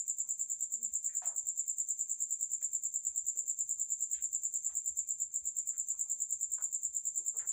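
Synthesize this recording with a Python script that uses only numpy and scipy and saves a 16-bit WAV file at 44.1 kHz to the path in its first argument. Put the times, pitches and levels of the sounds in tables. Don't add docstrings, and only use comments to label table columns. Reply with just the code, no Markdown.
import sys
import numpy as np
from scipy import signal
from scipy.fft import rfft, irfft, next_fast_len
from scipy.io import wavfile
from scipy.ndimage import uniform_filter1d

SR = 44100
rng = np.random.default_rng(int(sys.argv[2]) if len(sys.argv) > 2 else 0)


def volts_from_db(level):
    exponent = np.asarray(level, float) / 20
    return 10 ** exponent


def bounce(signal):
    frames = np.transpose(np.atleast_2d(signal))
    limited = np.clip(frames, -1, 1)
    pcm = np.round(limited * 32767).astype(np.int16)
    wavfile.write(sys.argv[1], SR, pcm)


N = 331632


def evened(x):
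    return x / np.sqrt(np.mean(x ** 2) + 1e-20)


def read(points, hz):
    f, value = np.transpose(points)
    return np.interp(np.log(hz + 1), np.log(f + 1), value)


def add(mix, s, sound):
    at = int(np.ceil(s * SR))
    part = mix[max(at, 0):][:max(len(sound) + min(at, 0), 0)]
    part += sound[max(-at, 0):][:len(part)]


def coloured(x, points):
    size = next_fast_len(len(x))
    gain = volts_from_db(read(points, np.fft.rfftfreq(size, 1 / SR)))
    return irfft(rfft(x, size) * gain, size)[:len(x)]


def resonate(x, hz, width_hz):
    r = np.exp(-np.pi * width_hz / SR)
    return 2 * signal.lfilter([1 - r], [1, -r * np.exp(2j * np.pi * hz / SR)], x).real


def resonate_twice(x, hz, width_hz):
    return resonate(resonate(x, hz, width_hz), hz, width_hz)


def ramp(left, width):
    return np.sin(np.pi / 2 * np.clip(left / width, 0, 1)) ** 2


def chirps():
    # (start [s], chirps [count], gap [ms])
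    even_runs = [(0.0047, 6, 104.9), (0.6372, 2, 114.3), (0.8596, 4, 107.3), (1.2861, 4, 106.5),
                 (1.709, 5, 104.3), (2.2346, 3, 102.7), (2.5465, 2, 110.2), (2.7622, 2, 103.4),
                 (2.9706, 2, 109.4), (3.1898, 4, 106.4), (3.6186, 3, 103.9), (3.9328, 2, 103.8),
                 (4.144, 2, 109.3), (4.3596, 3, 104.7), (4.676, 3, 106.5), (5.0017, 2, 117.0),
                 (5.2306, 2, 140.4), (5.4849, 2, 112.7), (5.703, 3, 106.4), (6.0233, 5, 104.5),
                 (6.5484, 4, 104.7), (6.9782, 6, 105.1)]
    # (time [s], level [dB])
    effort_curve = [(0, -2), (.8, -0.98), (2.5, -0.96), (4.7, -0.6), (5.5, -1.12), (7.5, -1)]
    s = np.concatenate([start + gap_ms / 1000 * np.arange(round(count)) for start, count, gap_ms in even_runs])
    uneven, catch = rng.standard_normal((len(s), 2)).T
    level_db = np.interp(s, *np.transpose(effort_curve)) + 0.17 * uneven
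    return np.transpose([s, level_db, 1.5 + 0.9 * catch])


def wing_strokes(before):
    # (start [s], pitch [factor], glide [share], tone [dB], overtone [dB], scrape [dB])
    stroke_table = [
        (-.0560, .825, 0.28, -32.5, -21, -17),
        (-.0472, 0.97, 0.8, -16.5, 3.5, -7),
        (-.03226, 0.99, 0.89, -4.5, 12, -2),
        (-.01441, 1, 1, -0.93, 2.5, -5.5),
    ]
    wing_glide = 7780.6, 6904.8, .672, .01283, .00139, .00535, .008
    top_hz, end_hz, bend, length, rise, fall, high_fall = wing_glide
    tone, overtone, scrape = np.zeros((3, before + N + 32))
    song = chirps()
    chance = rng.standard_normal((len(song), len(stroke_table), 4))
    chance[:, -1, 0] = 0
    for (s, level_db, catch_db), dice in zip(song, chance):
        for stroke, (early, sharp, strong, hard) in zip(stroke_table, dice):
            lead, pitch, share, tone_db, over_db, scrape_db = stroke
            start = before / SR + s + lead + 3e-5 * early
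            u = (np.arange(int(length * SR)) + (-start * SR) % 1) / SR
            v = u / length
            glide = top_hz * v + share * (end_hz - top_hz) * v ** (bend + 1) / (bend + 1)
            detune = 1 + 0.0016 * np.clip(sharp, -1.5, 1.5) / share ** 1.8
            phase = 2 * np.pi * length * pitch * detune * glide
            size = volts_from_db(level_db + 0.36 * strong / share ** 1.5) * ramp(u, rise)
            size = size * ramp(2.5 * share * length - u, 0.004)
            add(tone, start, volts_from_db(tone_db) * size * ramp(length - u, fall) * np.cos(phase))
            add(overtone, start, volts_from_db(over_db) * size * ramp(length - u, high_fall) * np.cos(2 * phase))
            friction = np.exp(-u / 0.0013) + 0.14 * ramp(length - u, fall)
            add(scrape, start, volts_from_db(scrape_db + catch_db + 1.8 * hard) * friction)
    return tone, overtone, scrape * rng.standard_normal(len(scrape))


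def slips(length, before):
    # (time [s], level [dB])
    slip_times = [(.393, 1), (.623, 0), (1.272, 0), (1.485, -3), (1.695, -2), (2.093, -2), (2.202, -5),
                  (2.514, -6), (2.625, 1), (3.047, -6.5), (3.918, -4), (4.857, -9), (5.072, -2.5),
                  (5.453, 2.5), (5.777, 1), (6.304, -3), (6.945, -2), (7.052, -2), (7.367, 1)]
    # (frequency [Hz], level [dB])
    slip_colour = [(6500, -38.5), (8200, -3.5), (9500, -3.5), (11000, -6.5), (12500, -18.5), (14000, -16.5),
                   (16500, -34.5)]
    out, u = np.zeros(length), np.arange(400) / SR
    noises = rng.standard_normal((len(slip_times), len(u)))
    for (s, level_db), noise in zip(slip_times, noises):
        click = evened(noise * np.exp(-u / 0.0015)) * 0.24
        add(out, before / SR + s, volts_from_db(level_db + 2.5) * click)
    return coloured(out, slip_colour)


def paths(table):
    ms, db = np.transpose(table)
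    lag = np.arange(2600)[:, None] - 32 - ms * SR / 1000
    return (volts_from_db(db) * np.sinc(lag) * np.exp(-(lag / 12) ** 2)).sum(axis=1)


def late(start_s, seed_taps, haste):
    # (frequency [Hz], t60 [s])
    pen_decay = [(5000, 0.17), (7300, 0.6), (10000, 0.091), (15000, 0.15)]
    hz, t, z = signal.stft(seed_taps, SR, nperseg=128)
    decay = volts_from_db(-60 * haste * t / read(pen_decay, hz)[:, None])
    tail = signal.istft(z * decay, SR, nperseg=128)[1]
    tail = tail * np.clip(np.arange(len(tail)) / SR / start_s - .5, 0, 1)
    return tail / np.linalg.norm(tail)


def cricket():
    # (delay [ms], level [dB])
    tone_paths = [(-0.007, -38.9), (1.142, -30.2), (2.06, -31.4), (2.97, -28.1), (4.146, -33.6),
                  (5.194, -35.1), (6.626, -45.4), (7.766, -46.7), (9.032, -37.1), (10.861, -33.9),
                  (11.728, -40.0), (12.46, -35.5), (13.861, -36.0), (15.46, -38.4), (16.781, -50.2),
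                  (18.341, -40.3), (22.872, -44.3), (24.276, -47.1), (26.733, -50.6), (32.363, -45.7),
                  (33.82, -46.5), (34.861, -43.6), (40.153, -50.2), (42.899, -51.3), (43.951, -44.8),
                  (46.311, -49.0), (48.351, -52.2), (52.178, -52.0)]
    # (delay [ms], level [dB])
    overtone_paths = [(0.462, -75.0), (1.374, -75.2), (2.03, -61.5), (2.479, -60.5), (3.2, -63.0),
                      (3.647, -63.9), (4.502, -71.8), (5.225, -69.9), (5.864, -75.3), (6.802, -71.4),
                      (7.741, -75.8), (11.794, -81.5), (18.81, -76.1), (19.262, -75.2)]
    # (frequency [Hz], level [dB])
    overtone_colour = [(11500, -45), (12800, -11), (13700, -11.5), (14400, -1), (15600, 2.5),
                       (16100, -18.5)]
    # (frequency [Hz], level [dB])
    scrape_colour = [(4800, -41.5), (5600, -30), (6500, 5.5), (8200, -1), (9500, -5.5), (11000, -18),
                     (12800, -31.5), (15000, -16), (16500, -42.5)]
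    before = SR // 10
    tone, overtone, scrape = wing_strokes(before)
    low_wing_mode = volts_from_db(-21.5) * resonate_twice(scrape, 5290, 200)
    scrape = coloured(scrape, scrape_colour) + low_wing_mode + slips(len(scrape), before)
    overtone = coloured(overtone, overtone_colour)

    def hear(x, response):
        return signal.oaconvolve(x, response)[before + 32:][:N]

    near = volts_from_db(1.93) * hear(tone, paths(tone_paths)) + volts_from_db(4.0) * hear(overtone, paths(overtone_paths))
    far = hear(volts_from_db(-45.0) * tone + volts_from_db(-71) * overtone, late(0.018, rng.standard_normal(SR // 3), 0.76))
    catch = late(0.0014, rng.standard_normal(SR // 3), 1.5)
    catch[110] += .35
    return near + far + volts_from_db(-38.0) * hear(scrape, catch)


def night():
    # (frequency [Hz], density [dB per Hz])
    night_colour = [(12, -27.5), (20, 0), (43, -0.5), (91, 0), (210, -3), (656, -13), (754, -13),
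                    (2050, -19.5), (2360, -19.5), (2710, -20), (3840, -22), (4850, -21), (5200, -19.5),
                    (6760, -42), (11400, -120)]
    frames, hz = N // 256 + 5, np.fft.rfftfreq(1024, 1 / SR)
    a, b, patches = rng.standard_normal((frames, 513, 3)).T
    patches = uniform_filter1d(patches, size=10, axis=0)
    patches = evened(uniform_filter1d(patches, size=12, axis=1))
    z = (a + 1j * b) * volts_from_db(read(night_colour, hz)[:, None] + 1.5 * patches)
    return volts_from_db(-81.5) * evened(signal.istft(z, nperseg=1024, noverlap=768)[1][:N])


def far_insect(level, hz, width_hz):
    return level * evened(resonate_twice(rng.standard_normal(N), hz, width_hz))


def wavering():
    width = int(.03 * SR)
    swell = uniform_filter1d(uniform_filter1d(rng.standard_normal(N), width), width)
    return volts_from_db(-94.5 + 3.5 * evened(swell))


def contacts(events):
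    out, t, place = np.zeros(N), np.arange(SR // 3) / SR, np.linspace(0, 1, num=7)
    for s, peak_db, low_hz, high_hz, high_db, length in events:
        noise, size, pick = rng.standard_normal(len(t)), rng.exponential(1, len(t)), rng.random(len(t))
        clicks = (pick < 500 / SR) | (np.arange(len(t)) == 40)
        grit = 0.15 * noise + np.sign(noise) * volts_from_db(3.7 * np.minimum(size, 3)) * clicks
        swell = np.clip(t / min(0.0031, 0.25 * length), 0, 1)
        spread = max(1, 0.93 * np.log(high_hz / low_hz))
        sound = 0
        for where, stray in zip(place, rng.uniform(-1.3, 1, len(place))):
            hz = low_hz * (high_hz / low_hz) ** where * (1 + .04 * stray)
            width_hz = 60 + 0.076 * hz * spread
            t60 = 0.29 * (700 / hz) ** 0.65
            shape = swell * volts_from_db(-60 * np.maximum(t - length, 0) / t60 - 4 * t / length)
            mode = evened(resonate_twice(grit, hz, width_hz))
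            sound = sound + volts_from_db(where * high_db) * mode * shape * volts_from_db(1.0 * stray)
        add(out, s, volts_from_db(peak_db - 11.0) * sound)
    return out


def scuffs():
    # (time [s], peak [dB], lowest mode [Hz], length [s])
    scuff_table = [(0.238, -72.5, 952, 0.034), (0.528, -75.5, 1540, .031), (0.703, -76, 898, 0.026),
                   (1.086, -64, 1610, .061), (1.39, -74, 684, .065), (1.629, -77.5, 2030, .03),
                   (2.613, -65, 1740, 0.019), (2.65, -78, 1370, 0.036), (3.114, -77.5, 697, .046),
                   (3.355, -72.5, 410, 0.064), (3.432, -75.5, 390, 0.052), (3.773, -72.5, 974, .034),
                   (3.869, -78.5, 845, 0.051), (5.73, -67, 1414, 0.042), (5.738, -79, 2960, .033),
                   (5.94, -70, 978, 0.025), (6.047, -72.5, 890, 0.044), (6.141, -78, 684, .035),
                   (6.642, -72.5, 853, 0.035), (6.81, -85, 1280, .13), (7.39, -56, 1454, 0.0627)]
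    return contacts([(s, db, hz, hz * 1.385, -4.5, length) for s, db, hz, length in scuff_table])


def grunt():
    # (time [s], level [dB], pitch [Hz], second harmonic [dB])
    grunt_curve = [
        (0.72, -80, 247, -4),
        (0.744, -71, 250.4, -24.5),
        (0.776, -75.5, 218, -6.5),
        (0.838, -66.5, 224, -7),
        (0.868, -74.5, 208.4, -13),
        (0.91, -70.5, 210, -21),
    ]
    s, *columns = np.transpose(grunt_curve)
    t = np.arange(s[0], s[-1], 1 / SR)
    level_db, hz, second_db = (np.interp(t, s, c) for c in columns)
    jitter = evened(uniform_filter1d(rng.standard_normal(len(t)), size=300))
    phase = 2 * np.pi * np.cumsum(hz * (1 + 0.065 * jitter)) / SR
    voice = np.sin(phase) + volts_from_db(second_db) * np.sin(2 * phase)
    out = np.zeros(N)
    add(out, s[0], np.sqrt(2) * volts_from_db(level_db) * voice * signal.windows.tukey(len(t), .15))
    return out


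def knocks():
    # (time [s], peak [dB], lowest mode [Hz], highest mode [dB], length [s])
    knock_table = [(0.89, -78.5, 1849, 0, 0.029), (1.203, -69, 660, -1, 0.017),
                   (1.22, -57, 2240, -9, 0.045), (1.217, -47, 716, -8.5, 0.059),
                   (1.263, -51.5, 690, -10, .061), (1.332, -63.5, 524, -3, .041),
                   (3.09, -76, 1005, 3, 0.033), (3.353, -76, 1160, -4, 0.043),
                   (4.138, -58.5, 1710, -3, 0.034), (4.18, -62.5, 1550, -1, 0.031),
                   (4.693, -59.5, 757, -6, 0.043), (4.703, -71, 1490, 0, 0.022),
                   (5.677, -73.5, 514, -3, 0.068), (6.579, -58.5, 615, 8, 0.04),
                   (6.579, -66.5, 1880, -8, 0.037), (7.197, -60, 378, -12, 0.026),
                   (7.253, -70.5, 500, 1.5, 0.032), (7.339, -56, 478.1, -4, 0.032),
                   (7.389, -61.5, 2220, -8, 0.038), (7.394, -62, 422, 3, .06)]
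    return contacts([(s, db, hz, hz * 2.404, tilt_db, length) for s, db, hz, tilt_db, length in knock_table])


def thumps():
    # (time [s], peak [dB], frequency [Hz], t60 [s])
    thump_table = [(0.911, -66, 63.5, 0.18), (1.063, -76, 45.85, 0.25), (1.426, -72, 79.5, 0.114),
                   (1.574, -75.5, 59.2, 0.12), (2.779, -83.5, 80.7, 0.13), (3.086, -62, 59.2, 0.1),
                   (3.221, -69.5, 56.5, 0.16), (3.627, -73, 67, 0.15), (3.758, -73, 66.5, 0.16),
                   (3.98, -81, 72.7, 0.15), (4.163, -65, 58.6, 0.16), (4.294, -75, 67.27, 0.16),
                   (4.708, -69, 59, 0.2), (4.899, -64, 67.3, 0.17), (5.004, -68, 64, 0.1),
                   (5.239, -71, 61.9, 0.18), (5.416, -65, 60.05, 0.16), (5.769, -66, 54.6, 0.2),
                   (6.336, -68, 64.6, 0.12), (6.475, -72, 53.8, 0.23), (6.882, -65, 62.17, 0.11),
                   (7.408, -68, 83.4, 0.1), (7.12, -75, 150, .08), (4.889, -71.5, 169, 0.11),
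                   (5.95, -74, 58.6, .15), (5.67, -79, 70, 0.14), (2.209, -79, 150, .08),
                   (2.52, -79, 60.4, .15)]
    out, t = np.zeros(N), np.arange(SR // 3) / SR
    for s, peak_db, hz, t60 in thump_table:
        decay = volts_from_db(peak_db - 60 * t / max(t60, .03))
        soft_onset = 1 - np.exp(-t / 0.011)
        add(out, s, decay * soft_onset * 2.71 * np.sin(2 * np.pi * hz * t))
    return out


def bouts():
    # (start [s], length [s], level [dB])
    bout_table = [
        (2.146, 0.34, -83),
        (2.746, .3, -87),
        (3.897, .3, -83),
        (4.148, 0.77, -75),
        (5.621, 0.32, -77),
        (6.6, .3, -83),
    ]
    level = np.zeros(N)
    for s, length, level_db in bout_table:
        add(level, s, volts_from_db(level_db) * signal.windows.tukey(int(length * SR), .5))
    return level


def snaps():
    # (time [s], peak [dB], highest mode [Hz], length [s])
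    snap_table = [
        (2.613, -65, 8900, 0.021),
        (4.683, -70.5, 5000, .011),
    ]
    return contacts([(s, db, 500, hz, -2, length) for s, db, hz, length in snap_table])


def scene():
    insects = cricket() + far_insect(wavering(), 2370, 210) + far_insect(bouts(), 6180, 220)
    rabbits = scuffs() + grunt() + knocks() + thumps() + snaps()
    return (insects + night() + rabbits)[None]


def band_limit(x):
    return signal.sosfilt(signal.butter(12, 16970, fs=SR, output="sos"), x)


def record(dry):
    highpass = signal.butter(N=2, Wn=45, btype="high", fs=SR, output="sos")
    heard = signal.sosfilt(highpass, dry)
    return band_limit(heard)


dry = scene()
out = record(dry)
bounce(out)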